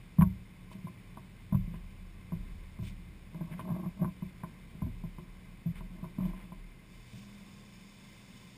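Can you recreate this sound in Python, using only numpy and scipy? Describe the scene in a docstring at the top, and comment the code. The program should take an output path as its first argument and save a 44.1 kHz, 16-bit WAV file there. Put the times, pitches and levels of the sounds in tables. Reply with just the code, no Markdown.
"""Inside a hollow fiberglass hull in a workshop. Boots step and knock, ringing the panels; an air hose
slaps and scrapes over the laminate, then an air tool starts to hiss and its disc sets the hull humming.
Underneath, shop machines hum and a far, low engine note sinks. We listen from a camera standing on the
hull in a closed case: thumps reach it through the shell, airborne sound only faintly.
It samples coarsely and holds each value, which mirrors the sound into the high treble."""
import sys
import numpy as np
from scipy import signal
from scipy.fft import rfft, irfft, next_fast_len
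from scipy.io import wavfile
from scipy.ndimage import uniform_filter1d, map_coordinates

SR = 44100
rng = np.random.default_rng(int(sys.argv[2]) if len(sys.argv) > 2 else 0)


def inscribe(sig):
    """Save sig as 16-bit PCM at rate SR to the path in sys.argv[1].

    A 1-D sig is mono; a 2-D sig holds one channel per row.
    Samples are clipped to [-1, 1] before scaling.
    """
    pcm = np.round(np.clip(np.atleast_2d(sig).T, -1, 1) * 32767)
    wavfile.write(sys.argv[1], SR, pcm.astype(np.int16))


N = 377937

# What rings when struck. Each row: pitch in Hz, relative level in dB, time to fall 60 dB in seconds.
PANEL_MODES = [(121.1, -2, 0.16), (147.1, -5, 0.16), (167.7, 4, 0.14), (188.1, -3.5, 0.24),
               (204.5, -3, 0.066), (235.3, -9, 0.1)]  # the thump of the panel under the camera
BOTTOM_MODES = [(56.9, -10, 0.52), (78.8, 0.5, 0.34), (90, 1, 0.22), (112, 1, 0.38)]  # the boom of the whole hull bottom
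KNOCK_MODES = [(288.8, -9, 0.39), (346, -16, 0.14), (356.5, 3, 0.21), (581, -1.5, 0.067),
               (638.7, 3.5, 0.12)]  # the hollow knock of the laminate
CASE_MODES = [(716, -12, 0.05), (926, -15, 0.18), (989.5, 2, 0.046), (1025, 3.5, 0.067), (1095, 1.5, 0.057),
              (1434, -9.5, 0.048), (1530, -5.5, 0.035), (1830, -14, 0.05), (2430, -15, 0.059)]  # the tick of the case and its mount

# Noise colours. Each row: frequency in Hz, relative level in dB.
VENTILATION_EQ = [(25, -13.5), (110, -1), (200, -1.5), (270, -7), (400, -11.5), (600, -16.5), (850, -20.5),
                  (1400, -22.5), (1800, -19.5), (2300, -16.5), (3000, -24.5), (4200, -27.5), (5200, -28),
                  (5800, -35.5)]
FLEX_EQ = [(15, -26), (29, -19), (37, 7), (43, -14), (55, -18.5), (90, -22), (200, -100)]  # the sub-bass of the rocking hull
RUMBLE_EQ = [(40, -47), (62, -3), (80, -1), (100, -12.5), (120, 6), (150, -8.5), (400, -74)]  # the panels' low murmur
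RUB_EQ = [(80, -36), (140, -23), (180, 12.5), (205, 1.5), (250, -12.5), (360, -20), (600, -65), (2000, -96)]  # rubbing, heard through the shell
SCUFF_EQ = [(400, -15), (1200, -1.5), (2400, 11), (3500, 4), (6000, -3)]
AIR_JET_EQ = [(300, -5.5), (1000, -0.5), (1500, -6), (2400, 3), (3600, 0.5), (4300, -1.5), (5200, 2.5),
              (5700, -2.5)]
DRONE_EQ = [(120, -27), (185, 4), (205, 0.5), (225, -8), (300, -24), (600, -73)]  # the hull under the tool
SCRAPE_EQ = [(200, 0), (330, 13.5), (450, -10.5), (800, -2.5), (1200, -15.5), (1800, -22), (3000, -33),
             (5500, -53)]  # the hose on the weave

# Peaks and notches on those colours. Each row: centre in Hz, width in Hz, boost or cut in dB.
CASE_LEAKS = [(1051, 147, 9.5), (1564, 63, 4.5), (2086, 88, 8.5), (2330, 41, 5.5), (2617, 190, 7.5),
              (2680, 82, -11.5), (3010, 130, 6.5), (3492, 72, 8), (3707, 225, 5.5), (4730, 240, 2.5),
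              (5340, 143, 7)]  # where the case passes or blocks airborne sound
AIR_WHISTLES = [(3540, 55, 10.5), (4730, 90, 6.5), (5245, 51, 8.5)]  # narrow tones in the tool's hiss
SCRAPE_RESONANCES = [(340, 19, 6), (593, 116, 4.5), (633, 67, 16), (953, 92, 8.5), (1030, 91, 11),
                     (1110, 90, 16), (1610, 90, 13.5)]  # what the sliding hose excites

# The hum of the shop machines. Each row: pitch in Hz, level in dB.
MACHINE_HUM = [(120, -66.5), (180, -65.5)]
# Soles and cloth brushing. Each row: peak time in seconds, level in dB, half-width in seconds,
# brightness in dB per octave.
SCUFF_CUES = [(0.729, -62, 0.014, 3), (1.753, -61, 0.019, -11), (2.874, -57, 0.029, 2),
              (3.53, -54, 0.013, -9.5), (3.603, -54, 0.016, -8), (5.775, -56, 0.023, -8),
              (6.258, -62, 0.047, -3), (6.399, -59, 0.04, -10.5), (7.17, -62, 0.058, 7.5)]
# Pulls on the hose. Each row: peak time in seconds, scrape level in dB, half-width in seconds.
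HOSE_PULLS = [(3.434, -59.5, 0.07), (3.715, -52, 0.076), (3.848, -52.5, 0.026), (4.035, -49, 0.035),
              (5.986, -64, 0.072), (6.255, -49.5, 0.037), (6.42, -69, 0.051)]
# The hose hitting the hull. Each row: start in seconds, thump peak in dB, skid level in dB.
HOSE_SLAPS = [(3.344, -34.5, -42), (3.407, -30, -40), (3.51, -33.5, -48), (3.651, -50, -45),
              (3.673, -48, -41.5), (3.701, -26, -37), (3.762, -53, -37.5), (3.838, -30.5, -48),
              (3.857, -36.5, -38.5), (4.003, -24.5, -51), (4.016, -28, -38)]
# The hose slides onto a deeper-sounding panel. Each row: time in seconds, panel centre in Hz.
HOSE_PANEL_PATH = [(3.7, 202), (4.05, 167)]
# Full-weight steps. Each row: start in seconds, thump peak in dB, panel centre in Hz, boom in dB,
# sway in dB, heel-to-sole roll in seconds, heel tick force in dB, sole tick force in dB.
FULL_STEPS = [(0.184, -12.5, 164.5, -23, -64, 0.036, -38, -24.5),
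              (1.523, -17.5, 156, -24, -38.5, .021, -38.5, -38),
              (2.319, -28.5, 190, -41, -38.5, 0.01197, -42, -58),
              (2.788, -33.5, 166, -33, -47, .036, -51, -55),
              (4.818, -26, 222, -29.5, -42.5, .045, -40.5, -52),
              (5.657, -25, 157, -42.5, -43, .012, -56, -61),
              (6.183, -24.5, 208, -48, -40.5, .021, -43.5, -43.5)]
# Light touches of a toe or boot edge. Each row: start in seconds, thump peak in dB, tick force in dB.
BOOT_TAPS = [(0.21, -18.5, -27.5), (0.714, -47, -44), (0.75, -37.5, -68), (0.841, -32, -68),
             (0.869, -42, -40.5), (1.171, -40, -39), (1.673, -32, -74), (1.738, -34.5, -49.5),
             (3.592, -31.5, -35), (4.044, -24.5, -34), (4.076, -35, -43.5), (4.221, -28.5, -46),
             (4.434, -31.5, -35.5), (4.748, -37.5, -58), (5.036, -30.5, -47), (5.182, -35.5, -43.5),
             (5.806, -40.5, -44.5), (6.027, -31.5, -52), (6.041, -45, -40), (6.252, -29, -43.5),
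             (6.333, -47, -44.5), (6.519, -38, -44.5), (7.132, -38, -70.5)]

BAND_HZ, MIRROR_TOP_HZ = 6000, 15300  # the camera's bandwidth; the ceiling of its mirror images


def amp(db):
    """Decibels to gain."""
    return 10 ** (np.asarray(db) / 20)


def add(track, start_s, sound):
    """Mix a sound into the track at its cue."""
    part = track[round(start_s * SR):][:len(sound)]
    part += sound[:len(part)]


def wobble(rate):
    """A smooth random curve through rate points a second."""
    return map_coordinates(rng.standard_normal(int(N * rate / SR) + 4), [np.arange(N) * rate / SR])


def swell(start_s, rise_s, fade_db_per_s):
    """An envelope that eases in and fades at a steady rate."""
    age = np.maximum(np.arange(N) / SR - start_s, 0)
    return (1 - np.exp(-(age / rise_s) ** 2)) * amp(-fade_db_per_s * age)


def bell_curve(peak_s, half_width_s):
    """An envelope that comes and goes evenly around its peak."""
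    return np.exp(-0.5 * ((np.arange(N) / SR - peak_s) / half_width_s) ** 2)


def filtered(x, gain):
    """Equalise x with a gain that depends on frequency."""
    size = next_fast_len(N + SR // 2)
    return irfft(rfft(x, size) * gain(np.fft.rfftfreq(size, 1 / SR)), size)[:N]


def noise(eq, peaks=()):
    """Noise of rms 1 within the camera's band, coloured by an EQ curve and resonant peaks."""
    eq_hz, eq_db = np.transpose(eq)

    def gain(hz):
        outline = np.interp(np.log(hz + 1), np.log(eq_hz), eq_db)
        bumps = sum(db / (1 + (2 * (hz - centre) / width) ** 2) for centre, width, db in peaks)
        return amp(outline + bumps) * (hz < BAND_HZ)

    coloured = filtered(rng.standard_normal(N), gain)
    return coloured / np.sqrt(np.mean(coloured ** 2) + 1e-20)


def steadied(x, span_s):
    """Compress the swells of a narrow noise."""
    power = np.abs(uniform_filter1d(x ** 2, int(span_s * SR)))
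    return x / np.sqrt(power + 0.078)


def tone(hz, drift_hz, waver_db):
    """A slightly unsteady sine of about rms 1."""
    level = np.sqrt(2) * amp(waver_db * wobble(4))
    return level * np.sin(2 * np.pi * np.cumsum(hz + drift_hz * wobble(5)) / SR)


def ring(modes, scatter_db, attack_s):
    """Damped modes of peak 1, freshly balanced for each point of contact."""
    t = np.arange(SR // 2) / SR
    ringing = sum(amp(db + scatter_db * rng.standard_normal() - 60 * t / t60)
                  * np.sin(2 * np.pi * hz * t) for hz, db, t60 in modes)
    ringing *= 1 - np.exp(-(t / attack_s) ** 2)
    return ringing / np.abs(ringing).max()


def far_engine(high_hz=133, idle_hz=64.6, midway_s=1.27, slowing_s=0.99):
    """A faint low note, like an engine outside, sinks toward idle and fades."""
    t = np.arange(N) / SR
    hz = idle_hz + (high_hz - idle_hz) / (1 + np.exp((t - midway_s) / slowing_s))
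    level = amp(-56.5) * bell_curve(peak_s=2.5, half_width_s=1.54)
    return level * tone(hz, drift_hz=0.66, waver_db=1.5)


def workshop():
    """The room tone: machine hum, and ventilation leaking through the case."""
    hum = sum(amp(db) * tone(hz, drift_hz=0.588, waver_db=0.5) for hz, db in MACHINE_HUM)
    ventilation = amp(-57.5 + 0.46 * wobble(2.72)) * noise(VENTILATION_EQ, CASE_LEAKS)
    return hum + ventilation


def hull_murmur(still_s=6.13, calm_db_per_s=6.5, calm_db=8.5):
    """Steps rock the hull, soles and hose rub it; its murmur sinks once the walker stands still."""
    t = np.arange(N) / SR
    stir = amp(-np.clip((t - still_s) * calm_db_per_s, 0, calm_db))
    sway_power = sum((amp(sway_db) * swell(start, rise_s=0.057, fade_db_per_s=22.5)) ** 2
                     for start, _, _, _, sway_db, *_ in FULL_STEPS)
    sole_rub = amp(-49) * sum(swell(start, rise_s=0.05, fade_db_per_s=36.5) for start, *_ in FULL_STEPS)
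    hose_rub = amp(12.5) * hose_slide()
    flex = np.hypot(amp(-56.5) * stir, np.sqrt(sway_power)) * steadied(noise(FLEX_EQ), span_s=0.32)
    rumble = amp(-59) * stir * steadied(noise(RUMBLE_EQ), span_s=0.059)
    rub = np.hypot(amp(-58.5) * stir, sole_rub + hose_rub) * steadied(noise(RUB_EQ), span_s=0.1)
    return flex + rumble + rub


def scuffs():
    """Short gritty swishes: dull from soles on dust, brighter from cloth."""
    swishes = np.zeros(N)
    for peak_s, db, half_width_s, tilt_db in SCUFF_CUES:
        colour = [(hz, level + tilt_db * np.log2(hz)) for hz, level in SCUFF_EQ]
        swishes += amp(db) * bell_curve(peak_s, half_width_s) * noise(colour, CASE_LEAKS)
    return swishes * amp(2.1 * wobble(330))


def air_tool(start_s=6.81, press_s=1.3, full_db=-63, light_touch_db=-4, bite_s=7.13):
    """Rushing air, muffled by the case, grows as the tool bears down; the disc makes the hull hum."""
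    pressed = np.clip((np.arange(N) / SR - start_s) / press_s, 0, 1)
    valve = swell(start_s, rise_s=0.08, fade_db_per_s=0)
    flow = valve * amp(full_db + light_touch_db * (1 - pressed) + 0.37 * wobble(38))
    bite = amp(-54.5) * swell(bite_s, rise_s=0.05, fade_db_per_s=11.5)  # the disc meets the laminate
    hum = bite * tone(hz=202.3, drift_hz=0.99, waver_db=1.5)
    hiss = noise(AIR_JET_EQ, CASE_LEAKS + AIR_WHISTLES)
    drone = amp(-1) * steadied(noise(DRONE_EQ), span_s=0.086)
    return hum + flow * (hiss + drone)


def panel_thump(centre_hz, attack_s, focus_db_per_octave=24, cutoff_db_per_octave=55):
    """A soft blow favours the panel modes near its centre and barely reaches those far above it."""
    hz, db, t60 = np.transpose(PANEL_MODES)
    octaves = np.log2(hz / centre_hz)
    loss_db = focus_db_per_octave * np.abs(octaves) + cutoff_db_per_octave * np.maximum(octaves - .25, 0)
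    return ring(zip(hz, db - loss_db, t60), scatter_db=5, attack_s=attack_s)


def hose_slide():
    """How hard the hose slides: every pull swells and dies away."""
    return sum(amp(db) * bell_curve(peak_s, half_width_s) for peak_s, db, half_width_s in HOSE_PULLS)


def hose(skid_rise_s=0.0022, skid_t60_s=0.054):
    """Too light to boom, the hose slaps the panel, skids after each slap and scrapes over the weave."""
    slaps, age = np.zeros(N), np.arange(SR // 4) / SR
    friction = hose_slide() * amp(3.1 * wobble(90))
    skid = amp(-60 * age / skid_t60_s) * (1 - np.exp(-(age / skid_rise_s) ** 2))
    for start, thump_db, skid_db in HOSE_SLAPS:
        centre_hz = np.interp(start, *np.transpose(HOSE_PANEL_PATH))
        add(slaps, start, amp(thump_db) * panel_thump(centre_hz, attack_s=0.011))
        add(friction, start, amp(skid_db) * skid)
    return slaps + friction * noise(SCRAPE_EQ, SCRAPE_RESONANCES)


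def edge_tick(force_db, grit_db=-0.5, grit_t60_s=0.031, settle_db=-9):
    """A hard edge crushes grit and rings the case, then touches again as the sole rolls."""
    t = np.arange(SR // 2) / SR
    strike, settle = (ring(CASE_MODES, scatter_db=2, attack_s=0.0025) for _ in range(2))
    touch = strike + amp(grit_db - 60 * t / grit_t60_s) * rng.standard_normal(len(t))
    add(touch, rng.uniform(0.00521, 0.0088), amp(settle_db) * settle)
    cutoff_hz = np.clip(1440 * 2 ** ((force_db + 39) / 22), 1200, 2600)  # harder blows are brighter
    return amp(force_db) * signal.lfilter(*signal.butter(4, cutoff_hz, fs=SR), touch)


def boot_contact(thump_db, centre_hz, boom_db, tick_db):
    """A boot meets the laminate: its weight thumps and booms, its edge ticks, and both knock hollow."""
    force_db = (thump_db + tick_db) / 2
    knock_db = -47.5 + 0.68 * (force_db + 36)  # a middling contact has a force of -36 dB
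    # A contact with little knock for its thump lands softly.
    attack_s = np.clip(0.0048 * 2 ** ((thump_db - knock_db - 16.5) / 14), 0.003, 0.011)
    thump = amp(thump_db) * panel_thump(centre_hz, attack_s)
    boom = amp(boom_db) * ring(BOTTOM_MODES, scatter_db=6.5, attack_s=0.008)
    knock = amp(knock_db) * ring(KNOCK_MODES, scatter_db=3, attack_s=0.0035)
    return thump + boom + knock + edge_tick(tick_db)


def footsteps(sole_thump_db=-4.5, sole_boom_db=-9.5, tap_hz=178, tap_boom_db=-21.5):
    """A step lands on the heel and rolls onto the sole with a softer thump; light taps fall between."""
    boots = np.zeros(N)
    for start, thump_db, centre_hz, boom_db, _, roll_s, heel_tick_db, sole_tick_db in FULL_STEPS:
        heel = boot_contact(thump_db, centre_hz, boom_db, heel_tick_db)
        sole = boot_contact(thump_db + sole_thump_db, centre_hz, boom_db + sole_boom_db, sole_tick_db)
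        add(boots, start, heel)
        add(boots, start + roll_s, sole)
    for start, thump_db, tick_db in BOOT_TAPS:
        add(boots, start, boot_contact(thump_db, tap_hz, thump_db + tap_boom_db, tick_db))
    return boots


def scene():
    """The mono mix: boots up front, hose and tool behind them, the shop far back."""
    return (footsteps() + hull_murmur() + hose() + scuffs() + air_tool() + workshop() + far_engine())[None]


def record(dry):
    """The camera samples at 12 kHz and holds each value: faint mirror images stand around 12 kHz."""
    band = filtered(dry[0], lambda hz: hz < BAND_HZ)
    coarse = signal.resample_poly(band, 160, 147)[::4]  # up to 48 kHz, then every fourth value
    held = signal.resample_poly(np.repeat(coarse, 4), 147, 160)
    return filtered(held[:N], lambda hz: hz < MIRROR_TOP_HZ)[None]


dry = scene()
out = record(dry)
inscribe(out)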